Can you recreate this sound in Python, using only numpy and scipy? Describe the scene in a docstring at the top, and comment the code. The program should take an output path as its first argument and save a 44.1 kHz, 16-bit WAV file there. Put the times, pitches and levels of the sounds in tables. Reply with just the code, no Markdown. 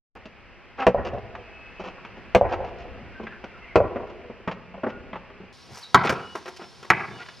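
"""A basketball is dribbled to the hoop on an outdoor court and laid up. Each bounce thumps, cracks and rings
the shell, and a retaining wall and the hillside throw it back. Shoes land, scuff and squeak; far birds
chirp over a bed of outdoor air. The run-up plays at half speed, an octave down, then cuts to normal speed.
The camera overloads on the bounces and notches out its own motor whine."""
import sys
import numpy as np
from scipy import signal
from scipy.fft import rfft, irfft, next_fast_len
from scipy.io import wavfile
from scipy.ndimage import uniform_filter1d

SR = 44100
rng = np.random.default_rng(int(sys.argv[2]) if len(sys.argv) > 2 else 0)


def transcribe(u):
    """Save the signal u as a 16-bit wav file named by the first command-line argument.

    u: samples, shape (n,) or (channels, n), limited to [-1, 1]; the rate is SR.
    q: integer samples, one column per channel.
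    """
    v = np.clip(np.atleast_2d(u).T, -1, 1)
    q = np.round(v * 32767).astype(np.int16)
    wavfile.write(sys.argv[1], SR, q)


N = 326328
TIME = np.arange(N) / SR
SHORT = SR // 2  # samples in one knock
# Cue times are as heard. Pitches and decays are for normal speed wherever `speed` scales them.
START_S, CUT_S, SLOW = .153, 5.527, .5


def ball(speed, thump_hz=135, thump_db=-18.5, pong_hz=1150, wall_hz=3600, tail_hz=4200):
    """Each blow pushes air, slaps the skin and rings the ball; wall, hillside and court answer."""
    # ball hits: start_s, level_db, pitch_ratio, tilt_db_per_octave, crack_db, smack_db,
    # wall_distance_m, wall_echo_db, echo_air_mode_db, tail_db, echo_buzz_db
    bounces = [(.8668, -.5, 1, 0, 2, -25, 6.73, -8, -4.5, -10.5, -23),
               (2.3483, 0, 1.02, 1.5, 3.5, -21.5, 5.4, -4, -5.5, -9.5, -18.5),
               (3.7566, 0, 0.95, 2, 2, -15, 3.94, -3, -6, -11, -20),
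               (5.9450, 4.5, 1.01, 1.5, 0, -21, 1.84, -6, -7, -9.5, -19),
               (6.0940, -18, 1.1, 5, 14.5, 0.5, 2, -1, -9, -10, -6),
               (6.9022, -2, .9, 0, -0.5, -5, 2.35, -10, -15, -14, -11)]
    # slap of the skin on the court: freq_hz, level_db
    crack_eq = [(200, -3), (900, -4.5), (2000, -1.5), (3400, -11), (5400, -9.5), (7000, -23.5),
                (10000, -29.5), (15000, -38.5), (17500, -63.5)]
    # buzz of the rubber shell after a hard, flat landing: freq_hz, level_db
    smack_eq = [(300, -15.5), (900, -5.5), (1600, 1), (2200, -1.5), (3000, -15.5), (4000, -33.5),
                (9000, -54), (16000, -84.5)]
    direct, scattered = np.zeros(N), np.zeros(N)
    t = np.arange(SHORT // 2) / SR * speed
    echoes = {}
    for (s, db, pitch, tilt_db, crack_db, smack_db,
         wall_m, wall_db, pong_db, tail_db, echo_buzz_db) in in_shot(bounces, speed):
        thump = amp(thump_db) * np.sin(2 * np.pi * thump_hz * t) * fade(t, 0.044)
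        crack = amp(crack_db - 12) * noise(crack_eq, speed, size=len(t)) * fade(t, 0.023)
        buzz = noise(smack_eq, speed, size=len(t)) * fade(t, 0.059)
        skin = (crack + amp(smack_db) * buzz) * (1 - np.exp(-t / .0002))
        skin = lowpass(skin, 16000 * speed)
        blow = amp(db) * (ring(t, pitch, tilt_db, speed) + thump + skin)
        add(direct, s, blow)
        # the air mode and the shell's buzz radiate sideways, towards the wall
        pong = amp(db + pong_db) * np.sin(2 * np.pi * pong_hz * t) * fade(t, 0.04)
        burst_fade = fade(t, 0.021)
        side_buzz = amp(db + echo_buzz_db) * buzz * burst_fade
        echoes[s] = lowpass(wall_slap(blow, t, speed) + pong + side_buzz, wall_hz * speed, order=2)
        back_s = s + round_trip(wall_m, speed)
        add(direct, back_s, amp(wall_db) * echoes[s])
        burst = (blow + amp(db + 7) * thump) * burst_fade  # the attack and the bass carry into the tail
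        add(scattered, back_s, amp(tail_db) * (burst + side_buzz))
    far_echoes = hillside(echoes, t, speed)
    tail = court(lowpass(scattered, tail_hz * speed), speed, t60=0.64, build_s=0.016, patchy_db=2.5)
    return direct + far_echoes + tail


def ring(t, pitch, tilt_db, speed, bright_hz=2300, squash_s=0.00035):
    """The modes build up as the ball squashes; the small shell radiates little bass."""
    # modes of the shell and enclosed air, before each hit's tuning and tilt: pitch_hz, level_db, t60_s
    modes = [(257, -12, 0.056), (379.7, -13.5, 0.069), (480, -20, 0.066), (735, -11.5, 0.033),
             (849, -9.5, 0.041), (988.4, -5.5, 0.055), (1104, -15, 0.077), (1297, -3, 0.03),
             (1408, -10.5, 0.021), (1613, -24.5, 0.058), (1871, -16.5, 0.031), (2260, -25, 0.045),
             (2680, -34, 0.035), (3170, -29, 0.045), (4090, -37.5, 0.029), (5330, -29, 0.026)]
    tone = np.zeros(len(t))
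    for hz, db, t60 in modes:
        gain = amp(db + tilt_db * np.log2(min(hz, bright_hz) / 1100))
        tone += gain * np.sin(2 * np.pi * hz * pitch * t) * fade(t, t60)
    radiation = signal.butter(2, [330 * speed, 7000 * speed], "band", fs=SR, output="sos")
    return signal.sosfilt(radiation, tone * (1 - np.exp(-t / squash_s)))


def wall_slap(blow, t, speed, low_hz=850, top_hz=1900, bass_hz=280):
    """A blow as the wall returns it: a short, hollow midrange burst over its thump."""
    mids = lowpass(blow, top_hz * speed)
    mids = highpass(highpass(mids, low_hz * speed), low_hz * speed)
    return amp(2) * mids * fade(t, 0.047) + amp(-2) * lowpass(blow, bass_hz * speed)


def hillside(echoes, t, speed, blur_db=-3, clean_db=-6):
    """Banks and fences return the latest blow: a clean front and a blurred remainder."""
    # late echoes: start_s, level_db, blur_t60_s
    returns = [(.985, -25, .04), (1.055, -23, .06), (1.133, -21, .06), (2.461, -23, .03),
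               (2.518, -21.5, .05), (2.603, -17.5, .04), (3.855, -11, .025), (3.959, -19.5, .03),
               (3.998, -22, .04), (5.975, -18, .03), (6.010, -25, .02), (7.007, -16, 0.07),
               (7.043, -22, 0.069)]
    out = np.zeros(N)
    for s, db, t60 in in_shot(returns, speed):
        echo = echoes[max(hit_s for hit_s in echoes if hit_s < s)]
        blur = unit(rng.standard_normal(len(t)) * fade(t, t60)) / np.sqrt(len(t))
        add(out, s, amp(db + clean_db) * echo)
        add(out, s, amp(db + blur_db) * signal.fftconvolve(echo, blur))
    return out


def player(speed, reverb_db=-16):
    """Shoe and hand foley, plus one hillside thump, with a light send to the court's tail."""
    foley = squeaks(speed) + steps_and_hill_thump(speed) + pats(speed) + scuffs(speed)
    return foley + amp(reverb_db) * court(foley, speed)


def steps_and_hill_thump(speed, second_pitch=0.82):
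    """Double knocks: shoes land heel, then lower, grittier toe; the hillside returns one low thump."""
    # the row at 1.135 s is the first bounce's low thump, returned by the hillside; the rest are steps:
    # start_s, level_db, heard_centre_hz, grit_db, second_lag_s, second_db, thud_db, thud_hz, attack_s
    knocks = [(1.135, -24.5, 554, -18, .045, -5, -0.5, 218, 0.0017),
              (1.795, -20, 620, -10.5, 0.074, -12, -11.5, 370, 0.0025),
              (2.169, -31.5, 369, -16, 0.0095, -2.5, -11, 390, 0.0012),
              (3.197, -21, 426, -21.5, .035, -2, -10, 448, 0.0016),
              (3.958, -17, 680, -25.5, 0.045, -11.5, -11.5, 444, 0.0007),
              (4.299, -26, 435, -31, .1, -10.5, -8.5, 444, 0.00041),
              (4.475, -12, 596, -20, .038, -11.5, -11.5, 349, 0.00054),
              (4.741, -27, 670, -30, 0.036, -1, -8.5, 395, 0.00089),
              (4.833, -11, 622, -31.5, .031, 0.5, -11, 448, 0.0016),
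              (5.1305, -21.5, 1050, -23, 0.026, -1.5, -13, 353, .0002),
              (5.401, -31.5, 350, -21, 0.031, 0, -5, 352, 0.00093),
              (6.048, -14.5, 700, -17.5, 0.049, 2.5, -6.5, 384, 0.0015),
              (6.352, -20, 1070, -13, 0.024, -12, -10, 400, 0.00072),
              (6.456, -23, 1132, -15.5, 0.022, 1.5, -7.5, 394, 0.003),
              (6.594, -28, 820, -24, 0.017, 2.5, -3.5, 348, 0.0034),
              (6.828, -30, 1370, -16, 0.019, -2.5, -10, 383, 0.0011)]
    out = np.zeros(N)
    for s, db, hz, grit_db, lag_s, second_db, thud_db, thud_hz, attack_s in in_shot(knocks, speed):
        first = contact(hz, grit_db, thud_db, speed, attack_s, thud_hz)
        second = contact(hz * second_pitch, grit_db + 3, thud_db - 2, speed, attack_s, thud_hz)
        add(out, s, amp(db) * first)
        add(out, s + lag_s, amp(db + second_db) * second)
    return out


def pats(speed, thud_db=-22):
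    """A hand pats the ball or a sole taps the court, with hardly any thud."""
    # light slaps: start_s, level_db, heard_centre_hz, grit_db
    slaps = [(.255, -28.5, 640, -7), (1.351, -24.5, 880, -16), (1.98, -35, 1090, -33),
             (2.048, -27, 1350, -9), (3.268, -22.5, 1585, -27), (3.322, -33, 1420, -33),
             (3.439, -21.5, 740, -18), (4.478, -15, 998, -21), (4.513, -24.5, 1070, -3.5),
             (5.3, -34.5, 934, -30), (5.771, -33, 1010, -5.5), (6.071, -12, 1400, -30),
             (6.123, -15, 580, -16), (7.286, -29, 1700, -26)]
    out = np.zeros(N)
    for s, db, hz, grit_db in in_shot(slaps, speed):
        add(out, s, amp(db) * contact(hz, grit_db, thud_db, speed, attack_s=.0004, slap_t60=0.056))
    return out


def scuffs(speed):
    """A sole catches and lets go as it slides over the court."""
    # shoe drags: start_s, length_s, level_db, grit_db, heard_centre_hz
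    drags = [(.153, 0.025, -39.5, -14, 716), (.774, 0.074, -34, -14, 950), (.815, 0.019, -31.5, -20, 1250),
             (1.043, 0.049, -36, -8.5, 690), (1.80, .12, -42, -12, 654), (2.49, 0.063, -33.5, -13.5, 805),
             (2.64, 0.063, -43.5, -11.5, 750), (2.78, 0.055, -50, 0, 750), (4.06, 0.068, -45.5, -14, 730),
             (4.893, 0.018, -43.5, -8.5, 1210), (6.028, 0.043, -31, -21, 1100), (5.7, .17, -54, 0, 1500),
             (6.562, 0.017, -45.5, -3.5, 3000), (6.6, .057, -47.5, -23, 1300),
             (7.175, 0.065, -45, -30, 1620), (7.252, .022, -47.5, -22, 1600)]
    out = np.zeros(N)
    t = np.arange(SHORT) / SR
    for s, length, db, grit_db, hz in in_shot(drags, speed):
        swell = np.sqrt(np.abs(np.sin(np.pi * np.minimum(t / length, 1))))
        catch = amp(2.87 * walk(220 * speed, size=SHORT))
        add(out, s, amp(db + 1) * sole(hz, grit_db, speed) * swell * catch)
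    return out


def squeaks(speed):
    """Rubber sticks and slips in a wavering, harmonic squeal."""
    # shoe squeaks, as heard: start_s, length_s, start_hz, end_hz, level_db
    slips = [(.785, 0.069, 273.7, 262, -29.5), (7.19, 0.047, 460, 480, -40.5)]
    # partials of the slipping sole: harmonic, level_db
    partials = [(1, -15), (2, -14), (3, -0.5), (4, -10), (5, -11)]
    return whistle(in_shot(slips, speed), waver=0.025, tones=partials)


def contact(hz, grit_db, thud_db, speed, attack_s, thud_hz=385, slap_t60=.068):
    """One soft impact: a gritty slap, a short tap and a low thud."""
    t = np.arange(SHORT) / SR
    slap = amp(-6.5) * sole(hz, grit_db, speed) * fade(t, slap_t60)
    tap = amp(-8) * np.sin(2 * np.pi * hz * t) * fade(t * speed, 0.024)
    detune = rng.uniform(0.91, 1.1)
    thud = amp(thud_db) * np.sin(2 * np.pi * thud_hz * detune * t * speed) * fade(t * speed, 0.051)
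    return (slap + tap + thud) * (1 - np.exp(-t * speed / attack_s))


def sole(hz, grit_db, speed):
    """Broad rubbery noise around hz with sandy grit on top."""
    # sand under a shoe: freq_hz, level_db
    grit_eq = [(1500, -16.5), (3000, -10.5), (5400, 9), (7500, -5), (10500, -7), (15000, -22.5),
               (17500, -56)]
    body = noise([(hz / 8, -18), (hz / 3.9, -4), (hz, 0), (hz * 2, -7), (hz * 4, -20), (hz * 12, -50)])
    grit = noise(grit_eq, speed) * amp(3.8 * walk(900 * speed, size=SHORT))
    return lowpass(body, 6000 * speed) + amp(grit_db) * unit(grit)


def court(x, speed, t60=0.52, build_s=0.011, patchy_db=3, width_db=-15, damp_hz=1400):
    """Fence, slope and shrubs scatter an uneven stereo tail that dulls as it dies."""
    # colour of the scattered tail: freq_hz, level_db
    tail_eq = [(50, -12), (120, 1), (250, 2.5), (400, 1.5), (600, -4), (800, 0), (1100, 0), (1300, -4),
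               (1800, -2), (3500, -2), (6000, -9.5), (14000, -10.5)]
    t = np.arange(SR) / SR * speed
    shape = amp(patchy_db * walk(120 * speed, size=SR)) * fade(t, t60) * (1 - np.exp(-t / build_s))
    tails = []
    for _ in range(2):
        scatter = noise(tail_eq, speed, size=SR)
        dull = colour(scatter, [(damp_hz, 0), (2 * damp_hz, -20)], speed)
        treble = (scatter - dull) * fade(t, t60=1)  # shrubs soak it up
        response = unit((dull + treble) * shape)
        tails.append(signal.oaconvolve(x, response * np.sqrt(speed / SR))[:N])
    mid, side = tails
    return mid + amp(width_db) * side * np.array([[1], [-1]])


def birds(speed, chirp_s=0.0253, chirp_fall=0.131):
    """Far chirps and held notes, blurred by the slope; the flock is heard only through its scatter."""
    # falling chirps: start_s, start_hz, level_db
    calls = [(3.04, 3120, -59), (3.145, 3280, -48.5), (3.3, 3580, -46.5), (3.53, 2904, -52.5),
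             (3.615, 4360, -47.5), (3.678, 4660, -46), (5.825, 4340, -43), (6.61, 5600, -55),
             (6.72, 5570, -64), (7.33, 4800, -57), (7.365, 5550, -56)]
    # held bird notes: start_s, heard_length_s, pitch_hz, level_db
    held = [(1.38, 0.6, 5164, -53.5), (3.28, 0.054, 5400, -53), (3.605, .05, 5350, -54),
            (4.89, 0.09, 2870, -51.5), (6.15, 0.18, 2917, -57.5), (6.6, 0.13, 5280, -61),
            (7.105, 0.042, 3600, -56.5), (7.12, 0.054, 2940, -53.5), (7.23, 0.09, 2950, -58),
            (7.31, .025, 3540, -55)]
    chirps = [(s, chirp_s / speed, hz * speed, hz * speed * (1 - chirp_fall), db)
              for s, hz, db in in_shot(calls, speed)]
    notes = [(s, length, hz * speed, hz * speed, db) for s, length, hz, db in in_shot(held, speed)]
    song = whistle(chirps, waver=0.019) + whistle(notes, waver=0.0036)
    nearer = amp(-.5) * song + amp(-6) * court(song, speed)
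    return nearer + court(flock(speed, chirp_s), speed, t60=.25, build_s=0.0046)


def flock(speed, chirp_s, chirps_per_s=60, centre_hz=5100, spread_octaves=0.099, glide=0.066):
    """A farther flock twitters at random, some chirps rising and some falling."""
    chirps = []
    level_db = -64.5 if speed < 1 else -65.5
    for s in rng.uniform(0, TIME[-1], int(chirps_per_s * speed * TIME[-1])):
        pitch, slope, loudness = rng.standard_normal(3)
        hz = centre_hz * speed * 2 ** (spread_octaves * pitch)
        chirps.append((s, chirp_s / speed, hz, hz * (1 + glide * slope), level_db + 2.5 * loudness))
    return whistle(in_shot(chirps, speed), waver=0.014)


def air(speed):
    """Outdoor bed: distant hiss over a restless rumble, swelling and sinking during the run-up."""
    # air during the run-up, as heard: freq_hz, level_db
    slow_eq = [(22, -6.5), (55, 2.5), (130, -1), (260, -2), (550, -2.5), (1000, -5), (1900, -4.5),
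               (2700, -4.5), (3700, -22), (5000, -24.5), (7000, -44.5), (9000, -51), (15000, -62)]
    # air after the cut: freq_hz, level_db
    normal_eq = [(20, -18), (45, -14), (110, 1.5), (260, -3.5), (500, -5), (1000, -4), (1800, -8.5),
                 (2800, -8.5), (5200, -8), (7500, -23), (10000, -27), (13000, -44), (16500, -52)]
    # fader ride on the run-up's air: time_s, level_db
    swell = [(0.45, -54), (1.76, -50), (3.79, -51), (4.56, -54), (5.13, -53), (5.45, -53.5)]
    mid, side = (noise(slow_eq if speed < 1 else normal_eq, size=N) for _ in range(2))
    mid = mid + lowpass(mid, 350 * speed, order=1) * (amp(4.9 * walk(9 * speed)) - 1)
    side = colour(side, [(100, 5.5), (500, -5.5), (2000, -16.0), (6000, -12.5), (12000, 6.5)], speed)
    level_db = np.interp(TIME, *np.transpose(swell)) + 2 if speed < 1 else -52.5
    return amp(level_db) * (mid + side * np.array([[1], [-1]]))


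def whistle(rows, waver, tones=((1, 0),), flutter_db=2):
    """Gliding, fluttering tones that swell and die; tones lists harmonic, level_db."""
    out = np.zeros(N)
    for s, length, start_hz, end_hz, db in rows:
        progress = np.linspace(0, 1, int(length * SR))
        wobble = 1 + waver * walk(149.6, size=SR)[:len(progress)]
        hz = (start_hz + (end_hz - start_hz) * progress) * wobble
        phase = 2 * np.pi * np.cumsum(hz) / SR
        gain = amp(db + flutter_db * walk(90, size=SR)[:len(progress)])
        swell = np.sqrt(8 * progress * (1 - progress))
        add(out, s, gain * swell * sum(amp(tone_db) * np.sin(k * phase) for k, tone_db in tones))
    return out


def motor_comb(x, speed, motor_hz=299.6, hold=0.62):
    """A comb subtracts a running mean of past motor turns; clicks come out with a short flutter."""
    lag = int(round(SR / (motor_hz * speed)))
    turns = np.pad(x, ((0, 0), (0, -N % lag))).reshape(2, -1, lag)  # one row per motor turn
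    return signal.lfilter([1, -1], [1, -hold], turns, axis=1).reshape(2, -1)[:, :N]


def amp(db):
    """Decibels to gain."""
    return 10 ** (np.asarray(db) / 20)


def unit(x):
    """Scale to rms 1."""
    return x / np.sqrt(np.mean(x ** 2))


def fade(t, t60):
    """Exponential decay, 60 dB down at t60."""
    return np.exp(-np.log(1000) * t / t60)


def along(points, hz):
    """Read a curve of freq_hz, value points on a log-frequency axis."""
    freqs, values = np.transpose(points)
    return np.interp(np.log(hz + 1), np.log(freqs), values)


def colour(x, points, speed=1):
    """An EQ curve that moves with the playing speed."""
    size = next_fast_len(len(x), True)
    gain = amp(along(points, np.fft.rfftfreq(size, 1 / SR) / speed))
    return irfft(rfft(x, size) * gain, size)[:len(x)]


def noise(points, speed=1, size=SHORT):
    """Coloured noise of rms 1."""
    return unit(colour(rng.standard_normal(size), points, speed))


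def walk(rate_hz, size=N):
    """Smooth random wander with a spread near 1."""
    step = int(SR / rate_hz)
    return 1.46 * uniform_filter1d(np.repeat(rng.standard_normal(size // step + 1), step), step)[:size]


def lowpass(x, hz, order=4):
    """Causal low-pass."""
    return signal.sosfilt(signal.butter(order, hz, fs=SR, output="sos"), x)


def highpass(x, hz):
    """Causal second-order high-pass."""
    return signal.sosfilt(signal.butter(2, hz, "high", fs=SR, output="sos"), x)


def round_trip(metres, speed, sound_m_per_s=343):
    """Seconds until an echo returns, at this playing speed."""
    return 2 * metres / sound_m_per_s / speed


def add(track, s, sound):
    """Mix a sound into a track at time s."""
    i = int(s * SR)
    track[i:i + len(sound)] += sound[:N - i]


def in_shot(table, speed):
    """The cues before the cut at slow speed, those after it at normal speed."""
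    return [row for row in table if (row[0] < CUT_S) == (speed < 1)]


def shot(speed, bass_cut_hz=70):
    """The full mix at one speed; the small microphone drops the deep bass of ball and player."""
    return highpass(ball(speed) + player(speed), bass_cut_hz * speed) + birds(speed) + air(speed)


def scene():
    """A moment of silence, slow motion up to the cut, normal speed after it."""
    return np.where(TIME < CUT_S, shot(SLOW), shot(1)) * (TIME > START_S)


def record(dry, ceiling=0.697, top_hz=16300):
    """Mismatched microphone ports, an overloading input, the motor comb and a steep top cut."""
    # phase lead of the left port: freq_hz, lead_rad
    left_lead = [(30, 1.9), (60, 1.35), (110, 0.85), (200, 0.3), (2000, 0.027), (4000, 0.21), (6000, 0.45),
                 (11000, 1.7), (16000, .2)]
    # extra bass in the left port over the right: freq_hz, level_db
    left_bass = [(100, 1), (300, 0.07)]
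    size = next_fast_len(N, True)
    hz = np.fft.rfftfreq(size, 1 / SR)
    sides = np.array([[.5], [-.5]])
    mismatch = amp(along(left_bass, hz) * sides) * np.exp(1j * along(left_lead, hz) * sides)
    ports = irfft(rfft(dry, size) * mismatch, size)[:, :N]
    clipped = np.clip(ports, -ceiling, ceiling)
    combed = np.where(TIME < CUT_S, motor_comb(clipped, SLOW), motor_comb(clipped, 0.99))
    return signal.sosfilt(signal.ellip(8, .2, 70, top_hz, fs=SR, output="sos"), combed)


dry = scene()
out = record(dry)
transcribe(out)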